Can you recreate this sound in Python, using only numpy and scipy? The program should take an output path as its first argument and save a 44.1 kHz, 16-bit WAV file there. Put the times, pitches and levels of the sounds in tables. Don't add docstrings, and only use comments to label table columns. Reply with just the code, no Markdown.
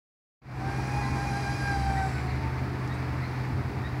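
import sys
import numpy as np
from scipy import signal
from scipy.fft import rfft, irfft
from scipy.io import wavfile

SR = 44100
rng = np.random.default_rng(int(sys.argv[2]) if len(sys.argv) > 2 else 0)


def output_pcm(signal):
    pcm = np.clip(np.atleast_2d(signal).T, -1, 1) * 32767
    wavfile.write(sys.argv[1], SR, np.round(pcm).astype(np.int16))


N = 176400
T = np.arange(N) / SR


def from_db(db):
    return 10 ** (np.asarray(db) / 20)


def unit_rms(x):
    return x / np.sqrt(np.mean(x ** 2) + 1e-20)


def curve(rows, column=1):
    columns = np.transpose(rows)
    return np.interp(T, columns[0], columns[column])


def drift(rate_hz):
    step, settle = 40, 2000
    pole = np.exp(-2 * np.pi * rate_hz * step / SR)
    white = rng.standard_normal(N // step + settle + 2)
    slow = signal.lfilter([1], [1, -2 * pole, pole * pole], white)[settle:]
    return np.interp(np.arange(N) / step, np.arange(len(slow)), unit_rms(slow))


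def tone(hz, db):
    return np.sqrt(2) * from_db(db) * np.sin(2 * np.pi * (np.cumsum(hz) / SR + rng.random()))


def noise(spectrum):
    hz, db = np.transpose(spectrum)
    bins_hz = np.maximum(np.fft.rfftfreq(N, 1 / SR), 1)
    colour = from_db(np.interp(np.log(bins_hz), np.log(hz), db))
    low_cut = np.minimum(bins_hz / hz[0], 1) ** 4
    return unit_rms(irfft(rfft(rng.standard_normal(N)) * colour * low_cut, N))


# time_s, firing_hz
FIRING_RATE = [(.42, 42.8), (1.0, 43.05), (1.7, 43.05), (2.1, 42.75), (2.6, 42.4), (4, 42.35)]
# firing_multiple, level_db
EXHAUST_TONES = [(3, -33.5), (3.25, -49), (3.5, -55), (4.25, -55.5), (5, -51), (6, -52), (7, -48),
                 (8.25, -55.5), (9.5, -58), (16.5, -56.5), (21, -53), (23, -66.5)]
# time_s, gain_db
OVERTONE_GAIN = [(.42, 1.5), (1.2, 2), (1.6, -0.5), (2.3, 1), (3.2, 0), (3.6, -3), (4, -4.5)]
# frequency_hz, relative_db
CLATTER_SPECTRUM = [(100, -4), (170, -1), (294, -0.5), (369, -5.5), (405, -2), (445, -6.5), (538, -9.5),
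                    (650, -8), (714, -6.5), (800, -5), (879, -6), (1100, -8), (1940, -11.5), (2390, -16.5),
                    (3060, -26.5), (3830, -26.5), (4720, -24), (6380, -36.5), (15500, -49)]
# time_s, gain_db
CLATTER_GAIN = [(.42, 2.5), (1.1, 1.5), (2.0, 1), (2.5, 0.5), (3.2, 1), (3.6, 0), (4, 0)]
# firings_per_beat, hum_swing_db, clatter_swing_db
IDLE_LOPE = [(8, .6, .15), (4, 1.0, .25), (2, .5, .15)]


def engine():
    firing_hz = curve(FIRING_RATE) * (1 + .0031 * drift(8.2))
    overtone_db = curve(OVERTONE_GAIN)
    loudest_db = max(db for _, db in EXHAUST_TONES)
    hum = 0
    for multiple, db in EXHAUST_TONES:
        waver_db = -.14 * drift(8) if db == loudest_db else overtone_db + 3 * drift(6.5)
        hum += tone(multiple * firing_hz, db + waver_db)
    clatter = from_db(-39 + curve(CLATTER_GAIN) + .24 * drift(8.5)) * noise(CLATTER_SPECTRUM)
    for firings, hum_swing_db, clatter_swing_db in IDLE_LOPE:
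        beat = tone(firing_hz / firings, 0)
        hum *= from_db(hum_swing_db * beat)
        clatter *= from_db(clatter_swing_db * beat)
    return hum + clatter


# frequency_hz, relative_db
RUMBLE_SPECTRUM = [(34, -24), (42, -4), (52, 6), (65, 12), (85, 9.5), (110, 9), (160, 2), (220, -0.5),
                   (290, -5.5), (380, -9), (500, -31), (1500, -74)]
# time_s, level_db
RUMBLE_LEVEL = [(.42, -36.5), (.9, -38.5), (1.12, -35), (1.2, -39.5), (1.75, -37.5), (2.4, -39.5),
                (3.0, -40.5), (3.44, -40.5), (3.54, -36.5), (3.65, -36), (4, -37)]
# time_s, pitch_hz, level_db
TRAFFIC_DRONE = [(.42, 59.5, -57), (1.0, 64.2, -39), (1.3, 64.5, -44), (1.58, 67.2, -42),
                 (1.72, 68.58, -33), (1.86, 68, -29), (2.0, 69.5, -37), (2.12, 72.1, -38.5),
                 (2.45, 76, -35), (2.75, 79.33, -40), (3.0, 81, -38), (3.4, 86.03, -44), (4, 90, -47)]


def traffic():
    pitch_hz = curve(TRAFFIC_DRONE) * (1 + .01 * drift(9))
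    drone = tone(pitch_hz, curve(TRAFFIC_DRONE, column=2) + drift(10))
    return from_db(curve(RUMBLE_LEVEL)) * noise(RUMBLE_SPECTRUM) + drone


def street_hiss():
    return from_db(-67) * noise([(6000, -2), (10000, 0), (15500, -2.2)])


# time_s, level_db
RASP_LEVEL = [(.42, -52), (1.9, -52), (2.3, -48), (2.7, -55.5), (3.2, -50.5), (3.45, -49.5), (3.6, -57.5),
              (4, -51)]
# frequency_hz, relative_db
RASP_SPECTRUM = [(1400, -9.5), (2300, 2), (2650, -6), (3100, -21), (4500, -12), (6500, -24.5), (10000, -41)]


def frame_rasp():
    return from_db(curve(RASP_LEVEL) + 2 * drift(25)) * noise(RASP_SPECTRUM)


def wall_reflections(sound, t60_s=.58, delay_s=.0054):
    t = T[:SR // 2]
    tail = rng.standard_normal(len(t)) * from_db(-60 * t / t60_s) * (t > delay_s)
    return signal.fftconvolve(sound, tail / np.sqrt(np.sum(tail ** 2)))[:N]


# time_s, pitch_hz
WHINE_PITCH = [(.5, 715), (.6, 760), (.68, 790), (.78, 805), (.9, 817), (1.0, 821), (1.15, 819), (1.4, 815),
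               (1.58, 813), (1.66, 807), (1.78, 792), (1.95, 780), (2.08, 764), (2.3, 738)]
# deepest_s, drop_hz
LOAD_SAGS = [(1.041, 22.4), (1.179, 30), (1.32, 30.7), (1.451, 21), (1.59, 7)]
# time_s, level_db
FIRST_PARTIAL = [(.5, -54), (.65, -38.5), (.8, -44), (.98, -35.5), (1.08, -42), (1.3, -36.5), (1.5, -39.5),
                 (1.61, -43.5), (1.74, -33.5), (1.85, -34), (1.96, -33), (2.05, -32.5), (2.14, -52),
                 (2.27, -43), (2.42, -63)]
SECOND_PARTIAL = [(.55, -68), (.65, -46), (.95, -50), (1.07, -45), (1.135, -57), (1.17, -44), (1.24, -40),
                  (1.28, -54), (1.365, -37.5), (1.42, -50), (1.465, -37.5), (1.53, -40), (1.57, -50),
                  (1.61, -39), (1.7, -33), (1.78, -46), (1.85, -49), (1.89, -42), (1.96, -46),
                  (2.03, -38.5), (2.1, -56), (2.165, -42), (2.23, -58), (2.4, -70)]
THIRD_PARTIAL = [(.55, -75), (.7, -58), (.82, -53), (.9, -51), (1.01, -45), (1.07, -56), (1.13, -45.5),
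                 (1.24, -57), (1.28, -42.5), (1.35, -61), (1.46, -44.5), (1.51, -62), (1.56, -43),
                 (1.61, -61), (1.67, -45), (1.8, -64), (1.9, -51), (2.05, -58), (2.3, -71)]
# pitch_multiple, run_up_db, loaded_db, slowing_db
UPPER_PARTIALS = [(4, -68, -61, -64), (5, -68, -53, -63), (6, -60, -48.5, -63), (7, -59.5, -59, -61),
                  (8, -65, -66, -77.5), (9, -70, -63, -75), (10, -72, -68, -58), (11, -81, -81, -64),
                  (12, -68, -61.5, -72), (13, -77, -76, -65), (14, -85, -78, -64), (15, -87, -77, -76),
                  (16, -83, -71, -81), (17, -85, -80, -81), (18, -85, -85, -80), (19, -86, -76, -81)]
# pitch_multiple, relative_db, peak_s, width_s
SIDE_TONES = [(.43, -41, .8, .18), (1.285, -39, 1.1, 0.071), (1.105, -61, 0.63, 0.23),
              (5.2, -53, 0.99, 0.071), (5.53, -64, 1.55, 0.29), (6.52, -58, 1.6, 0.27),
              (6.87, -60, 2.7, .4), (7.8, -63, 1.3, .4), (10.2, -75, 0.93, .4)]
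# time_s, gain_db
TREBLE_GAIN = [(.42, -25), (.6, -7), (.72, -2), (1.0, -2), (1.4, -1), (1.7, -2.5), (1.9, -0.5), (2.1, -5),
               (2.22, -10), (2.4, -24), (2.7, -57)]
# frequency_hz, relative_db
BRUSH_SPECTRUM = [(400, -10), (800, 11.5), (1300, -7), (2400, 5.5), (3100, -15), (4200, -3), (5600, -2.5),
                  (7000, -9.5), (8200, -8), (8900, -19), (10000, -8), (11500, -23.5), (14000, -26),
                  (15500, -32)]
# time_s, gain_db
BRUSH_GAIN = [(.42, -18), (.6, -9), (.72, -6.5), (1.0, -2), (1.4, -0.5), (1.7, 0), (1.9, -2), (2.1, -3),
              (2.25, -14), (2.5, -16), (3.0, -17), (4, -30)]


def top_motor(sag_fall_s=.02, sag_recover_s=.045):
    sag_hz = 0
    for deepest_s, drop_hz in LOAD_SAGS:
        fall = np.clip(1 + (T - deepest_s) / sag_fall_s, 0, 1)
        sag_hz += drop_hz * fall * np.exp(-np.maximum(T - deepest_s, 0) / sag_recover_s)
    pitch_hz = (curve(WHINE_PITCH) - sag_hz) * (1 + .0026 * drift(79))
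    low = upper = 0
    for multiple, level in enumerate((FIRST_PARTIAL, SECOND_PARTIAL, THIRD_PARTIAL), 1):
        low += tone(multiple * pitch_hz, curve(level) + drift(17)) * (1 + .15 * drift(96))
    treble_db = curve(TREBLE_GAIN) - 2.5
    stages_s = (.62, 1.7, 2.04)
    for multiple, *stage_db in UPPER_PARTIALS:
        partial_hz = multiple * pitch_hz * (1 + .00135 * drift(76.5))
        partial = tone(partial_hz, np.interp(T, stages_s, stage_db) + treble_db)
        upper += partial * (1 + .48 * drift(100))
    for multiple, db, peak_s, width_s in SIDE_TONES:
        swell = np.exp(-.5 * ((T - peak_s) / width_s) ** 2)
        upper += tone(multiple * pitch_hz, db + treble_db) * swell
    brush_hiss = from_db(-46.5 + curve(BRUSH_GAIN)) * noise(BRUSH_SPECTRUM)
    return low + upper + brush_hiss + wall_reflections(from_db(-18) * low + from_db(-3) * upper)


# start_s, pitch_hz, bandwidth_hz, level_db, decay_s
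FRAME_TICKS = [(.875, 8000, 7000, -56, .005), (2.875, 3970, 3750, -46.5, .007), (2.94, 8500, 300, -54, .01)]


def frame_ticks():
    out = 0
    for start_s, hz, bandwidth_hz, db, decay_s in FRAME_TICKS:
        radius = np.exp(-np.pi * bandwidth_hz / SR)
        resonance = [1, 0, -1, 1, -2 * radius * np.cos(2 * np.pi * hz / SR), radius * radius]
        ring = unit_rms(signal.sosfilt([resonance, resonance], rng.standard_normal(N)))
        out += from_db(db) * ring * (T > start_s) * np.exp(-np.abs(T - start_s) / decay_s)
    return out


# peak_s, pitch_hz, level_db, octave_db, roughness
TURNING_SQUEAKS = [(1.042, 1960, -43, -53, 0.63), (1.976, 1876, -39.5, -52.5, .6),
                   (2.29, 2070, -48, -54.5, 1.07), (2.913, 1882, -43, -53.5, 0.42),
                   (3.235, 2059, -45, -53, 1), (3.852, 1877, -41.5, -51.5, 0.36)]


def squeaks(width_s=.02, rise_hz_per_s=2200, octave_lag_s=.012):
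    out = 0
    for peak_s, hz, db, octave_db, roughness in TURNING_SQUEAKS:
        t = T - peak_s
        glide_hz = hz + rise_hz_per_s * np.clip(t, -.1, .1)
        pitch_hz = glide_hz * (1 + roughness * .045 * drift(203))
        out += tone(pitch_hz, db) * np.exp(-(t / width_s) ** 2)
        out += tone(2 * pitch_hz, octave_db) * np.exp(-((t - octave_lag_s) / width_s) ** 2)
    return out


# start_s, pitch_hz, level_db, decay_s
FRAME_BUMPS = [(1.09, 84.6, -29, 0.065), (3.519, 88, -26, 0.053), (3.75, 94.5, -29, 0.042)]


def frame_bumps():
    out = 0
    for start_s, hz, db, decay_s in FRAME_BUMPS:
        attack = np.clip((T - start_s) * hz, 0, 1) ** 2
        out += tone(np.full(N, hz), db) * attack * np.exp(-np.abs(T - start_s) / decay_s)
    return out


def scene():
    chatter = squeaks() + frame_ticks()
    mix = top_motor() + engine() + traffic() + frame_rasp() + frame_bumps() + street_hiss()
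    return (mix + chatter + from_db(-5) * wall_reflections(chatter))[None]


# time_s, gain_db
FADE_IN = [(.405, -102), (.42, -25), (.46, -15), (.52, -8.5), (.6, -4), (.7, 0)]


def record(dry, cutoff_hz=15800):
    faded = dry * from_db(curve(FADE_IN)) * (T > FADE_IN[0][0])
    return signal.sosfilt(signal.ellip(18, .1, 90, cutoff_hz, fs=SR, output="sos"), faded)


dry = scene()
out = record(dry)
output_pcm(out)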